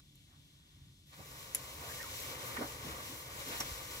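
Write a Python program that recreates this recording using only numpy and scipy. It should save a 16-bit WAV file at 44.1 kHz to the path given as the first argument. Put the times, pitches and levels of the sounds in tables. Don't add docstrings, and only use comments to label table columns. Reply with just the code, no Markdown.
import sys
import numpy as np
from scipy import signal
from scipy.fft import rfft, irfft
from scipy.io import wavfile

SR = 44100
rng = np.random.default_rng(int(sys.argv[2]) if len(sys.argv) > 2 else 0)


def transcribe(signal):
    frames = np.atleast_2d(signal).T
    limited = np.clip(frames, -1, 1)
    pcm = np.round(limited * 32767).astype(np.int16)
    wavfile.write(sys.argv[1], SR, pcm)


N = 176400
T = np.arange(N) / SR
HZ = np.maximum(np.arange(N // 2 + 1) * SR / N, 1)

# delay in seconds, relative level in dB.
BOWL_ECHOES = [(.00195, -24.5), (.002608, -24), (.00342, -27), (.00668, -20), (.00744, -30.5)]


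def from_db(db):
    return 10 ** (np.asarray(db) / 20)


def rms_one(x):
    return x / np.sqrt(np.mean(x ** 2) + 1e-20)


def in_time(rows):
    seconds, *columns = np.transpose(rows)
    return [np.interp(T, seconds, column) for column in columns]


def at_hz(rows):
    hz, *columns = np.transpose(rows)
    return np.array([np.interp(np.log(HZ), np.log(hz), column) for column in columns])


def colour(x, rows):
    low_cut = 1 / np.sqrt(1 + (.8 * rows[0][0] / HZ) ** 8)
    return rms_one(irfft(rfft(x) * from_db(at_hz(rows)) * low_cut, N))


def band(x, hz, kind):
    sos = signal.butter(2, np.clip(hz, 10, .45 * SR), kind, fs=SR, output="sos")
    return rms_one(signal.sosfilt(sos, x))


def noise():
    return rng.standard_normal(N)


def drift(hz):
    return rms_one(irfft(rfft(noise()) / (1 + (HZ / hz) ** 2), N))


def swell(peak_s, width_s, db):
    return from_db(db) * np.exp(-.5 * np.clip((T - peak_s) / width_s, -10, 10) ** 2)


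def grains(per_s, spread_db):
    sizes = from_db(spread_db * np.minimum(rng.exponential(1, N), 4)) * rng.choice([-1, 1], N)
    return rms_one(sizes * (rng.random(N) < per_s / SR))


def at_mics(direct):
    # frequency in Hz, share of the power common to both microphones.
    likeness = [(100, .98), (300, .87), (550, .78), (1050, .08), (1450, .55), (1850, .15), (2200, .68),
                (3500, .68), (4600, .3), (5600, .64), (7000, .44), (9800, .24), (12000, .48), (16000, .18)]
    # frequency in Hz, phase lead of the left microphone in radians.
    left_lead = [(550, 0), (950, -1.9), (1550, -3), (2000, .7), (3000, 3.1), (3700, 3.6), (4100, 5.5),
                 (5000, 4.5), (5600, 6.1), (6800, 7.8), (7900, 7.2), (9200, 9.6), (12400, 18.2),
                 (13300, 19.2), (16000, 25)]
    alike = np.clip(at_hz(likeness), 0, .99)
    lead = np.interp(HZ, *np.transpose(left_lead)) * np.minimum(HZ / 600, 1) ** 2
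    turn = np.exp(.5j * lead * np.array([[1], [-1]]))
    scattered = rfft([noise(), noise()])
    return irfft(np.sqrt(alike) * turn * rfft(direct) + np.sqrt(1 - alike) * scattered, N)


def room_rumble():
    # frequency in Hz, relative level in dB.
    spectrum = [(13, -41), (22, -31), (43, -5.5), (95, -2), (116, -12), (131, -2.5), (144, 3), (158, -7),
                (178, -10.5), (222, -15), (292, -11.5), (494, -34.5), (600, -30.5), (780, -71),
                (1320, -120)]
    return from_db(-63.5) * colour(at_mics(noise()), spectrum)


def jet_lighter():
    # frequency in Hz, relative level at the left and right microphones in dB.
    spectrum = [(560, -11.5, -14.5), (1130, -15.5, -17), (1660, -16, -13.5), (2240, -7.5, -13),
                (2720, -2.5, -15), (3230, -1.5, 1), (3400, 4, 0.5), (3770, -2.5, -3.5), (5070, -6.5, -9.5),
                (7640, -8.5, -10.5), (9600, -16, -13), (11200, -8, -15), (15000, -19, -21)]
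    off_s, release_s = 1.16, 0.015
    start_db, rise_db_per_s = -67.5, 0.5
    held = np.clip((off_s - T) / release_s, 0, 1)
    jet = colour(at_mics(noise()), spectrum)
    lows = irfft(rfft(jet) / (1 + (HZ / 2900) ** 8), N)
    thinning = 0.64 * swell(peak_s=0.96, width_s=0.044, db=0)
    level_db = start_db + rise_db_per_s * T + .5 * drift(hz=6.3)
    return held * from_db(level_db) * (jet - thinning * lows)


def coal_cracks():
    # start in seconds, level in dB, pitch of the chip in Hz, then ring, snap and thud trims in dB.
    cracks = [(0.1558, -45, 12000, -8, -6, -34), (1.131, -50, 4170, -2, -3, -13),
              (1.314, -41, 6500, -8, -3, -16), (1.5483, -15.5, 11100, -0.5, -4, -40),
              (1.5507, -25, 11000, 0, -3, -30), (1.641, -37, 11700, -11, -5, -17),
              (1.919, -36, 12000, -5, -2, -34), (3.6037, -28, 5720, 4, 2.5, -14),
              (3.6062, -32, 5400, 2, 0, -4)]
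    # frequency in Hz, relative level in dB.
    snap_spectrum = [(1000, -39), (2100, 3.5), (3000, -4.5), (4200, -3), (5400, -3), (7000, 7), (9000, 4),
                     (12000, 5.5), (16000, -12)]
    echo_boost_db, tail_db, tail_t60_s, pan_db = 10, -6.5, 0.1, 0.5

    def decay(start_s, db, t60_s):
        return (T > start_s) * from_db(np.maximum(db - 60 * np.maximum(T - start_s, 0) / t60_s, -300))

    snap = colour(at_mics(noise()), snap_spectrum)
    thud = band(at_mics(noise()), [250, 1800], "band")
    direct, thuds = np.zeros((2, N)), np.zeros((2, N))
    for start_s, db, hz, ring_db, snap_db, thud_db in cracks:
        chip = np.sin(2 * np.pi * hz * (T - start_s) + np.array([[1], [0]]))
        direct += chip * decay(start_s, db + ring_db, t60_s=0.0061)
        direct += .5 * snap * decay(start_s, db + snap_db, t60_s=0.012)
        thuds += thud * decay(start_s, db + thud_db, t60_s=0.078)
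    echoes = sum(from_db(db + echo_boost_db) * np.roll(direct, int(delay_s * SR), axis=1)
                 for delay_s, db in BOWL_ECHOES)
    scatter = rng.standard_normal((2, SR // 4)) * from_db(-60 * T[:SR // 4] / tail_t60_s)
    scatter = band(scatter, 7000, "low")
    tail = signal.fftconvolve(direct, scatter / np.linalg.norm(scatter[0]), axes=1)[:, :N]
    return (direct + echoes + from_db(tail_db) * tail) * from_db([[pan_db], [-pan_db]]) + thuds


def gas_spurts():
    # peak time and width in seconds, level in dB, centre in Hz, bandwidth in octaves.
    spurts = [(.335, 0.041, -75, 1220, 2), (.395, 0.013, -60, 110, 1.7), (.74, 0.23, -78, 1500, 2.1),
              (.84, 0.049, -56, 91, 1.6), (1.14, 0.014, -59.5, 1820, 2.8), (1.207, 0.016, -49.5, 127, 1.27),
              (1.204, 0.013, -57, 593, 2), (1.868, 0.043, -54.5, 770, 1.5), (2.5696, 0.004, -39, 1000, 2.6),
              (2.572, 0.0054, -45, 1770, 0.23), (2.588, 0.0077, -45.5, 310, 1.3),
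              (2.588, 0.0099, -46.5, 1280, 1.9), (2.6125, 0.0031, -36, 530, 1.26),
              (2.625, 0.015, -40.5, 313, 1.3), (2.623, 0.0097, -44, 910, 1.7),
              (2.645, 0.023, -46.5, 560, 2.8), (2.886, 0.031, -48.5, 206, 1.8),
              (3.12, 0.027, -55, 271, 1.2), (3.495, 0.018, -54, 257, 2.1), (3.538, 0.028, -45.5, 1300, 3.5),
              (3.58, 0.11, -58, 250, 2), (3.606, 0.0028, -50, 1500, 2.6), (3.621, 0.028, -49.5, 616, 5),
              (3.72, 0.13, -53.5, 68, 1.02)]
    air, out = at_mics(noise()), np.zeros((2, N))
    for peak_s, width_s, db, hz, octaves in spurts:
        edges = hz * 2 ** (octaves * np.array([-.5, .5]))
        puff = band(band(air, edges, "band"), edges, "band")
        out += puff * swell(peak_s, width_s, db)
    return out


def burning_coal():
    # frequency in Hz, relative level at the left and right microphones in dB.
    spectrum = [(220, -8, -6.5), (319, -2.5, -6), (531, 0.5, -2.5), (700, -10.5, -6.5), (880, -1.5, -8),
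                (1164, -4, 0.5), (1326, -6, -7), (1740, -5, -10), (1960, -3.5, -5.5), (3000, -2, -2.5),
                (3870, -4.5, -3), (4700, -4, -9.5), (5450, -5.5, -3.5), (7660, -3, -9), (8700, -12.5, -8.5),
                (10230, -5.5, -19), (12200, -4.5, -7), (16000, -8.5, -25)]
    # frequency in Hz, relative level in dB.
    draught_spectrum = [(25, -19), (50, -4.5), (72, 5), (105, -2.5), (130, 5.5), (155, -10.5), (180, -7),
                        (260, -18), (400, -23)]
    # time in seconds, relative level in dB.
    fizz_curve = [(1.04, -53), (1.12, -62.5), (1.17, -58.5), (1.24, -56), (1.31, -52), (1.45, -53.5),
                  (1.65, -53.5), (1.95, -50), (2.2, -46.5), (2.37, -51.5), (2.48, -46), (2.56, -49),
                  (2.78, -51.5), (2.94, -49), (3.24, -50.5), (3.42, -49), (3.58, -46.8), (3.8, -49.5),
                  (4, -48)]
    gas_curve = [(1.04, -80), (1.16, -62.5), (1.36, -56), (1.55, -55.5), (1.8, -50), (1.98, -49.5),
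                 (2.25, -51.5), (2.55, -48.5), (2.72, -51.5), (2.9, -48.5), (3.22, -51.5), (3.5, -48.5),
                 (3.75, -53.5), (4, -49.5)]
    # peak time and width in seconds, level in dB.
    flare_swells = [(1.34, 0.027, -63), (2.215, 0.052, -50.5), (2.47, 0.024, -48), (2.67, 0.018, -53),
                    (3.18, 0.04, -51), (3.6, 0.028, -48), (3.96, 0.022, -54)]
    catch_s, rise_s = 1.05, 0.11
    split_hz, flutter_hz, burst_share = 2140, 4.8, 0.28
    fizz_trim_db, gas_trim_db = 1.45, -1.44
    (fizz_db,), (gas_db,) = in_time(fizz_curve), in_time(gas_curve)

    bursts = np.array([grains(per_s=5000, spread_db=4.5) for _ in range(2)])
    smooth = at_mics(noise())
    grainy = at_mics(bursts[0]) + .5 * bursts[::-1]
    hiss = colour(np.sqrt(1 - burst_share) * smooth + np.sqrt(burst_share) * grainy, spectrum)
    crackle = from_db(-23) * colour(grains(per_s=14, spread_db=5.5), spectrum)
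    fizz = band(hiss + crackle, split_hz, "high")
    fizz *= from_db(fizz_trim_db + fizz_db + 1.48 * drift(flutter_hz))

    rush = colour(at_mics(noise()), spectrum)
    gas = band(rush, split_hz, "low") * from_db(gas_trim_db + gas_db + 1.5 * drift(flutter_hz))
    flares = band(rush, 8500, "high") * sum(swell(*row) for row in flare_swells)
    draught = colour(at_mics(noise()), draught_spectrum)
    draught *= from_db(-55 + gas_db - np.median(gas_db) + 2 * drift(hz=25))
    alight = np.clip((T - catch_s) / rise_s, 0, 1)
    return alight * (fizz + gas + flares + draught)


def flying_spark():
    # time in seconds, pitch in Hz, level in dB.
    flight = [(1.89, 1561, -60), (1.914, 1702, -48), (1.928, 1825, -60), (1.941, 2196, -52),
              (1.952, 2000, -72), (1.995, 1800, -59), (2.011, 1840, -45), (2.025, 1926, -54),
              (2.032, 1487, -54), (2.044, 1383, -46), (2.054, 1142, -57), (2.064, 1078, -55.5),
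              (2.09, 1065, -60)]
    hz, db = in_time(flight)
    phase = 2 * np.pi * np.cumsum(hz) / SR

    def whizz(width_hz):
        return rms_one(drift(width_hz) * np.sin(phase) + drift(width_hz) * np.cos(phase))

    rasp = from_db(-4) * np.array([whizz(width_hz=330) for _ in range(2)])
    whistle = 0.87 * whizz(width_hz=34)
    flying = (T > flight[0][0]) * (T < flight[-1][0])
    return flying * from_db(db) * (whistle + rasp)


def grill_bowl(x):
    # centre and width in Hz, lift at the left and right microphones in dB.
    resonances = [(258, 45, 3, 4), (390, 60, -3, -3), (525, 70, 4, 4), (705, 22, 7, 7), (780, 60, -2, 0),
                  (950, 45, 4, 8), (1105, 50, 8, 0), (1175, 55, 1, 5), (1475, 60, 6, 7), (1860, 70, 0, 8),
                  (2118, 55, 3.5, 4), (2300, 70, 5, 2), (2540, 120, -4, -2), (3575, 45, 4, 4),
                  (3878, 50, 4, 4), (4144, 45, 5, 5), (5380, 150, 4, 4), (6143, 55, 4, 4)]
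    echoes = 1 + sum(from_db(db) * np.exp(-2j * np.pi * HZ * delay_s) for delay_s, db in BOWL_ECHOES)
    lift_db = sum(np.array([[left], [right]]) / (1 + (2 * (HZ - hz) / width) ** 2)
                  for hz, width, left, right in resonances)
    return irfft(rfft(x) * echoes * from_db(lift_db), N)


def scene():
    room = room_rumble()
    fire = grill_bowl(jet_lighter() + burning_coal() + gas_spurts())
    return room + fire + coal_cracks() + flying_spark()


def record(dry):
    cutoff_hz = 15750
    return irfft(rfft(dry) / np.sqrt(1 + (HZ / cutoff_hz) ** 600), N)


dry = scene()
out = record(dry)
transcribe(out)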